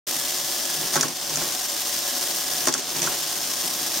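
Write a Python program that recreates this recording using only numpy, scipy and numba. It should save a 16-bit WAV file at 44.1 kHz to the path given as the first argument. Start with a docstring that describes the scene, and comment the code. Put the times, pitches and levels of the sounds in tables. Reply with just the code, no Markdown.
"""From the start, a geared toy motor spins launcher wheels with a steady plastic clatter in a small room,
while a toy car rumbles round a plastic track. At about 1 s the wheels grab the car and fling it: the
motor slows, the car clacks up into the loop and knocks on its way out, and the track booms on the table.
A close camera turns its gain down at the launch and lets it creep back. The motor picks up speed,
and at about 2.7 s the car is flung through again."""
import sys
import numpy as np
from scipy import signal
from scipy.fft import rfft, irfft
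from scipy.io import wavfile
from scipy.ndimage import uniform_filter1d
from numba import njit

SR = 44100
rng = np.random.default_rng(int(sys.argv[2]) if len(sys.argv) > 2 else 0)


def output_pcm(signal):
    """Save a mono or channel-first signal as 16-bit PCM at the path in sys.argv[1].

    Samples are clipped to [-1, 1] before scaling.
    """
    pcm = np.clip(np.atleast_2d(signal).T, -1, 1) * 32767
    wavfile.write(sys.argv[1], SR, np.round(pcm).astype(np.int16))


N = 176400  # 4 seconds


# The motor's speed, which sags as the wheels grab the car. Each row: time in seconds, turns per second.
SHAFT_SPEED = [(0, 42.1), (.42, 43.2), (.8, 42.3), (.95, 42.2), (1.02, 36), (1.5, 38.5), (1.9, 42),
               (2.1, 42.3), (2.3, 42), (2.66, 42.3), (2.73, 36), (3.3, 39.3), (3.6, 40.9), (3.95, 42.2)]

def launcher():
    """The motor drives plastic gears, which clatter and faintly whine."""
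    speed = curve(SHAFT_SPEED)
    clatter = plastic_frame(tooth_ticks(speed))
    return dull_under_load(clatter) + gear_whine(speed)


# How the push on the teeth rises and falls. Each entry: swings per turn of the shaft.
SWINGS_PER_TURN = [1 / 3, 1, 2, 3, 5]
# Each entry: how deep the matching swing is.
SWING_DEPTHS = [0.052, 0.011, 0.036, 0.16, 0.09]

def tooth_ticks(speed):
    """Loose gear teeth tick at random, harder at some angles of the shafts."""
    ticks_per_s, scatter_db, ring_s, snap_db = 2400, 3, 0.004, -9
    turns = np.cumsum(speed) / SR
    load = sum(depth * np.cos(2 * np.pi * (swings * turns + rng.random()))
               for swings, depth in zip(SWINGS_PER_TURN, SWING_DEPTHS))
    hits = rng.random(N) < ticks_per_s / SR
    ticks = hits * undb(scatter_db * np.clip(rng.standard_normal(N), -2, 1.7))
    flutter = undb(0.26 * wander(27))
    ticks = ticks * np.exp(load) * flutter * unit(speed) ** 0.083  # a touch louder when faster
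    # Each tick is a sharp snap and a quickly fading puff of noise.
    fade = np.sqrt(signal.lfilter([1], [1, -np.exp(-2 / (ring_s * SR))], ticks ** 2 + 1e-18))
    puffs = unit(fade * noise())
    snaps = unit(ticks * np.sign(noise()))
    return unit(puffs + undb(snap_db) * snaps)


# The tone of the clatter. Each row: frequency in Hz, relative level in dB.
CLATTER_TONE = [(30, -14), (85, -18), (150, -15), (200, -13), (270, -12), (480, -10.5), (730, -6.5),
                (1350, -6.5), (1900, -9), (2450, -9), (3100, -2.5), (4200, -3), (5400, 1.14), (6400, -1),
                (7400, -2), (9500, -2.5), (10500, -9), (11400, -9.5), (12500, -2), (15500, -7.5)]
# Where the launcher's frame rings. Each row: frequency in Hz, width in Hz, boost in dB.
FRAME_RESONANCES = [(262, 38, 12), (357.5, 15.7, 12.5), (455, 18, 6), (490, 20, 1.5), (568, 46, 11),
                    (650, 15, 7), (735.4, 44, 10.5), (833, 19, 2.5), (980, 45, -1.5), (1056, 28, 7.5),
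                    (1360, 39, -6.5), (1660, 40, 4), (1890, 30, 7.5), (2060, 30, 4), (3370, 91, 2.5),
                    (3640, 120, 1), (4610, 210, 1), (5420, 150, 2.5), (6240, 320, 3), (7470, 220, 2),
                    (9030, 130, -0.5), (9600, 320, 1.5)]
# How the clatter leans to one side. Each row: frequency in Hz, left over right in dB.
CLATTER_BALANCE = [(300, 0), (2500, -1), (5500, 1), (7300, -0.5), (9000, 4.5), (11000, 2.5), (15000, 1)]

def plastic_frame(ticks):
    """The launcher's frame rings with the ticks and makes them sound like plastic."""
    level_db = -26
    clatter = spread(colour(ticks, response(CLATTER_TONE) * peaks(FRAME_RESONANCES))) * undb(level_db)
    lean = np.sqrt(response(CLATTER_BALANCE))
    return irfft(rfft(clatter) * np.array([lean, 1 / lean]), N)


# The clatter's treble, which dips at each launch. Each row: time in seconds, gain in dB.
TREBLE_GAIN = [(0, -0.5), (.955, -2), (.985, -12), (1.15, -4), (1.35, -3.5), (1.6, -2), (2.675, -1),
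               (2.70, -20), (2.87, -5), (2.97, -2.5), (4, -1)]

def dull_under_load(clatter):
    """While the motor labours, the teeth stay pressed together and tick less brightly."""
    treble = irfft(rfft(clatter) * (1 - low_pass(freqs(), cutoff_hz=8500)), N)
    return clatter + (undb(curve(TREBLE_GAIN)) - 1) * treble


# The gears that whine. Each entry: number of teeth.
GEAR_TEETH = [8, 14, 40, 47]
# Each entry: level of the matching gear's whine in dB.
WHINE_LEVELS = [-54, -54, -50, -55]

def gear_whine(speed):
    """Each gear sings at the rate its teeth meet, lower and softer as the motor slows."""
    whine = np.zeros(N)
    for teeth, db in zip(GEAR_TEETH, WHINE_LEVELS):
        cycles = teeth * np.cumsum(speed * (1 + 0.005 * wander(38.8))) / SR
        flutter = undb(2.5 * wander(90))
        whine += undb(db) * unit(np.sin(2 * np.pi * cycles) * flutter * speed ** 5)
    return whine


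# The wheels hitting the rails. Each row: start in seconds, level in dB, fade time in seconds.
RAIL_HITS = [(.933, -21, 0.0097), (0.939, -18, 0.0045), (0.949, -24, 0.009), (.957, -18, 0.0048),
             (.9645, -12, 0.0058), (1.0091, -5, 0.0035), (1.0271, -12, 0.0096), (1.082, -13.5, 0.003),
             (1.294, -27, 0.016), (1.3573, -9.5, 0.0012), (1.37, -16.5, 0.0035), (1.421, -27, 0.0096),
             (2.655, -18, 0.003), (2.669, -16.5, 0.0069), (2.6726, -14, 0.0074), (2.683, -8.5, 0.0039),
             (2.7246, -11.5, 0.0029), (2.739, -4, 0.0028), (2.777, -19, 0.014), (2.961, -23, .012),
             (3.018, -13, 0.0034), (3.028, -13.5, .004), (3.041, -14.5, 0.0024), (3.062, -21.5, 0.011)]
# The tone of a clack. Each row: frequency in Hz, relative level in dB.
CLACK_TONE = [(150, -18.5), (900, -11.5), (1700, -5), (2600, -8), (3400, -10), (4300, -5), (5900, 0.5),
              (6800, -0.5), (8000, 1), (9500, -4.5), (11000, -14.5), (15500, -17)]
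# Where the car's body and wheels ring. Each row: frequency in Hz, width in Hz, boost in dB.
CAR_RESONANCES = [(3390, 250, 12), (4640, 230, 8), (5690, 400, 7.5), (6390, 250, 5.5), (6700, 330, 6.5)]

def wheel_clacks():
    """Hard plastic wheels strike the rails, each time with a short, bright burst of noise."""
    attack_s, hold_s = 0.0012, 0.00024
    t, power = np.arange(N) / SR, np.zeros(N)
    for start, db, fade_s in RAIL_HITS:
        age = np.clip(t - start, 0, 0.2)
        rise = np.minimum(age / attack_s, 1)
        fall = np.exp(-np.maximum(age - hold_s, 0) / fade_s)
        power += (undb(db) * rise * fall) ** 2
    return spread(colour(np.sqrt(power) * noise(), response(CLACK_TONE) * peaks(CAR_RESONANCES)))


# Blows that shake the whole track. Each row: start in seconds, level in dB, then boosts in dB
# for the deep notes, the loop's notes and the table's boom.
TRACK_BLOWS = [(0.9561, -15.5, -4.5, -3, 0.5), (.964, -19, 5, 2, 1), (0.975, -20, -9, 6, -8),
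               (1.0318, -23.5, 0, 12, 2.5), (1.038, -26.5, 12, -2, 3), (1.304, -35, -2, 0, -4),
               (1.37, -31.5, 3.5, -3, 9), (1.414, -25.5, -10.5, 0, 6), (2.6726, -18.5, 4, 0.5, -9),
               (2.683, -20, -1, -4, -3), (2.689, -19.5, -6, 1, -10), (2.749, -30.5, 7, 12.5, 0),
               (2.961, -37, 7, -5, -2), (3.029, -31, -1, -7, -7), (3.073, -28.5, -6, 13, 0),
               (3.119, -27, -14, -6, -4)]
# The notes the track rings at. Each row: frequency in Hz, relative level in dB, seconds to fade by 60 dB.
TRACK_NOTES = [(124, -23, 0.19), (153, -9, 0.1), (262, -6.5, 0.22), (350.7, -2, 0.1), (432, -15, 0.2),
               (578, 0, 0.046), (636, -8, 0.053), (843, -16, 0.28), (1028, -7.5, 0.079), (1117, -6, 0.084),
               (1352, 0, 0.033), (1522, 2, 0.021), (1642, -8.5, 0.085), (1890, 0.5, 0.017)]
# The tone of the table's thud. Each row: frequency in Hz, relative level in dB.
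THUD_TONE = [(60, -55), (150, 1.5), (350, -4), (800, 2.5), (1700, 0), (2300, -8), (5000, -3), (15000, -11)]

def track_knocks():
    """The car's blows set the track ringing over a dull thud of the table."""
    deep_hz, loop_hz, loop_width_hz, boom_hz = 596, 1400, 640, 205
    push_s, thud_fade_s = 0.0007, 0.0086
    age = np.arange(SR // 3) / SR
    hz, note_db, ring_s = np.array(TRACK_NOTES).T[:, :, None]
    rise = np.minimum(age / (push_s + 1 / hz), 1)  # low notes take longer to build
    thud_bass = low_pass(np.fft.rfftfreq(len(age), 1 / SR), boom_hz)
    rings, thuds = np.zeros(N), np.zeros((2, N))
    for start, db, deep_db, loop_db, boom_db in TRACK_BLOWS:
        span = slice(int(start * SR), int(start * SR) + len(age))
        detuned_hz = hz * (1 + 0.009 * rng.standard_normal(hz.shape))
        waves = np.sin(2 * np.pi * (detuned_hz * age + rng.random(hz.shape)))
        boost_db = deep_db / (1 + (hz / deep_hz) ** 2)
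        boost_db += loop_db * bump(hz, loop_hz, loop_width_hz)
        boost_db += boom_db * low_pass(hz, boom_hz)
        level = undb(db + note_db + boost_db - 60 * age / ring_s)
        rings[span] += (level * waves * rise).sum(axis=0)
        burst = rng.standard_normal((2, len(age)))
        shake = irfft(rfft(burst) * undb(boom_db * thud_bass), len(age))
        thuds[:, span] += shake * undb(db) * np.exp(-age / thud_fade_s)
    return rings + spread(colour(thuds, response(THUD_TONE)))


# How loudly the car rolls. Each row: time in seconds, level in dB.
RUMBLE_LEVEL = [(0, -39), (.7, -41.5), (.92, -36), (1.04, -24), (1.17, -39.5), (1.33, -35), (1.45, -33.5),
                (1.6, -41.5), (2.5, -42), (2.64, -36.5), (2.76, -22.5), (2.88, -37), (3.06, -28.5),
                (3.2, -38.5), (4, -38.5)]
# The tone of the rumble. Each row: frequency in Hz, relative level in dB.
RUMBLE_TONE = [(40, -13), (90, -33), (118, 0.5), (135, -6), (158, 3.5), (200, -2), (260, -3.5), (350, 5),
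               (470, -5.5), (800, -2.5), (1500, -8.5), (3000, -6.5), (12000, -12)]

def wheel_rumble():
    """The wheels rumble on the track, most where the loop presses the car down."""
    rough_noise = noise() * undb(2.7 * wander(63))
    return spread(colour(rough_noise, response(RUMBLE_TONE))) * undb(curve(RUMBLE_LEVEL))


# The car running over rail joints. Each row: start in seconds, length in seconds, level in dB.
RAIL_JOINTS = [(.75, .1, -48), (1.285, .12, -39), (2.945, .16, -37.5)]

def joint_drone():
    """Over the rail joints the wheels set one low note of the track humming."""
    pitch_hz = 156
    t, swell = np.arange(N) / SR, np.zeros(N)
    for start, length, db in RAIL_JOINTS:
        progress = np.clip((t - start) / length, 0, 1)
        swell += undb(db) * np.sqrt(np.abs(np.sin(np.pi * progress)))
    cycles = np.cumsum(pitch_hz * (1 + 0.035 * wander(41))) / SR
    flutter = undb(2 * wander(34))
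    return swell * unit(np.sin(2 * np.pi * cycles) * flutter)


def room(x, echo_db):
    """The small room adds a short wash of echoes, different at each ear."""
    delay_s, ring_s = 0.004, 0.17
    age = np.arange(SR // 2) / SR
    tail = rng.standard_normal((2, len(age))) * undb(-60 * age / ring_s) * (age > delay_s)
    tail /= np.sqrt(np.sum(tail ** 2, axis=1, keepdims=True))
    return x + undb(echo_db) * signal.fftconvolve(x, tail, axes=1)[:, :N]


# How wide the sound is. Each row: frequency in Hz, level of the sides against the middle in dB.
STEREO_WIDTH = [(60, -10), (100, 8.5), (140, -5), (250, -7.5), (700, -9.5), (2400, -9), (4400, -7),
                (8100, -5.5), (15000, -4)]

def spread(pair):
    """Two unrelated signals become the middle and the sides of a stereo sound."""
    side = irfft(rfft(pair[1]) * response(STEREO_WIDTH), N)
    return np.array([pair[0] + side, pair[0] - side])


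def undb(db):
    """Turn decibels into a gain."""
    return 10 ** (np.asarray(db) / 20)


def unit(x):
    """Scale a signal to an average power of 1."""
    return x / np.sqrt(np.mean(x ** 2))


def noise():
    """Two channels of white noise."""
    return rng.standard_normal((2, N))


def wander(rate_hz):
    """A smooth random wobble of about 1 in size; a higher rate wobbles faster."""
    window = int(SR / rate_hz)
    smoothed = uniform_filter1d(rng.standard_normal(N), window, mode="wrap")
    return unit(uniform_filter1d(smoothed, window, mode="wrap"))


def curve(points):
    """Join (seconds, value) points with straight lines."""
    return np.interp(np.arange(N) / SR, *np.array(points).T)


def freqs():
    """The frequencies of the spectrum in Hz."""
    return np.arange(N // 2 + 1) * SR / N


def response(points):
    """Gain at every frequency from (Hz, dB) points."""
    hz, db = np.array(points).T
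    return undb(np.interp(np.log(freqs() + 1), np.log(hz), db))


def low_pass(hz, cutoff_hz):
    """Near 1 below the cutoff, falling steeply to 0 above it."""
    return 1 / (1 + (hz / cutoff_hz) ** 8)


def bump(hz, centre_hz, width_hz):
    """1 at the centre, falling away on both sides."""
    return 1 / (1 + (2 * (hz - centre_hz) / width_hz) ** 2)


def peaks(resonances):
    """Gain at every frequency from (Hz, width in Hz, dB) resonances."""
    return undb(sum(db * bump(freqs(), hz, width) for hz, width, db in resonances))


def colour(x, gain):
    """Shape a sound's tone; white noise keeps its power."""
    cepstrum = irfft(np.log(unit(gain)), N)
    # Folding onto the first half makes the filter ring after a hit, never before it.
    cepstrum[1:N // 2] *= 2
    cepstrum[N // 2 + 1:] = 0
    return irfft(rfft(x) * np.exp(rfft(cepstrum)), N)


@njit
def follow(levels, attack, release, rest):
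    """Track a level, rising at the attack rate and sinking at the release rate, never below rest."""
    out, held = np.empty(len(levels)), rest
    for i in range(len(levels)):
        goal = max(levels[i], rest)
        held += (goal - held) * (attack if goal > held else release)
        out[i] = held
    return out


def scene():
    """The launcher runs throughout while the car makes its laps."""
    running = launcher() + wheel_rumble() + joint_drone()
    return running + room(wheel_clacks(), echo_db=-6) + room(track_knocks(), echo_db=-9)


def record(dry):
    """The camera turns loud blows down, then cuts a narrow band of treble and the very top."""
    limit, attack_s, release_s = float(undb(-20)), 0.013, 0.11
    notch_hz, notch_width_hz, top_hz = 7890, 200, 15800
    start_s, fade_in_s = 0.067, 0.0055
    power = uniform_filter1d(np.mean(dry ** 2, axis=0), size=88)  # averaged over 2 ms
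    gain = limit / follow(np.sqrt(np.abs(power)), 1 / (attack_s * SR), 1 / (release_s * SR), limit)
    notch = signal.iirnotch(notch_hz, notch_hz / notch_width_hz, fs=SR)
    fade_in = np.clip((np.arange(N) / SR - start_s) / fade_in_s, 0, 1)
    top_cut = signal.ellip(12, 0.2, 80, top_hz, fs=SR, output="sos")
    return signal.sosfilt(top_cut, signal.lfilter(*notch, dry * gain) * fade_in)


dry = scene()
out = record(dry)
output_pcm(out)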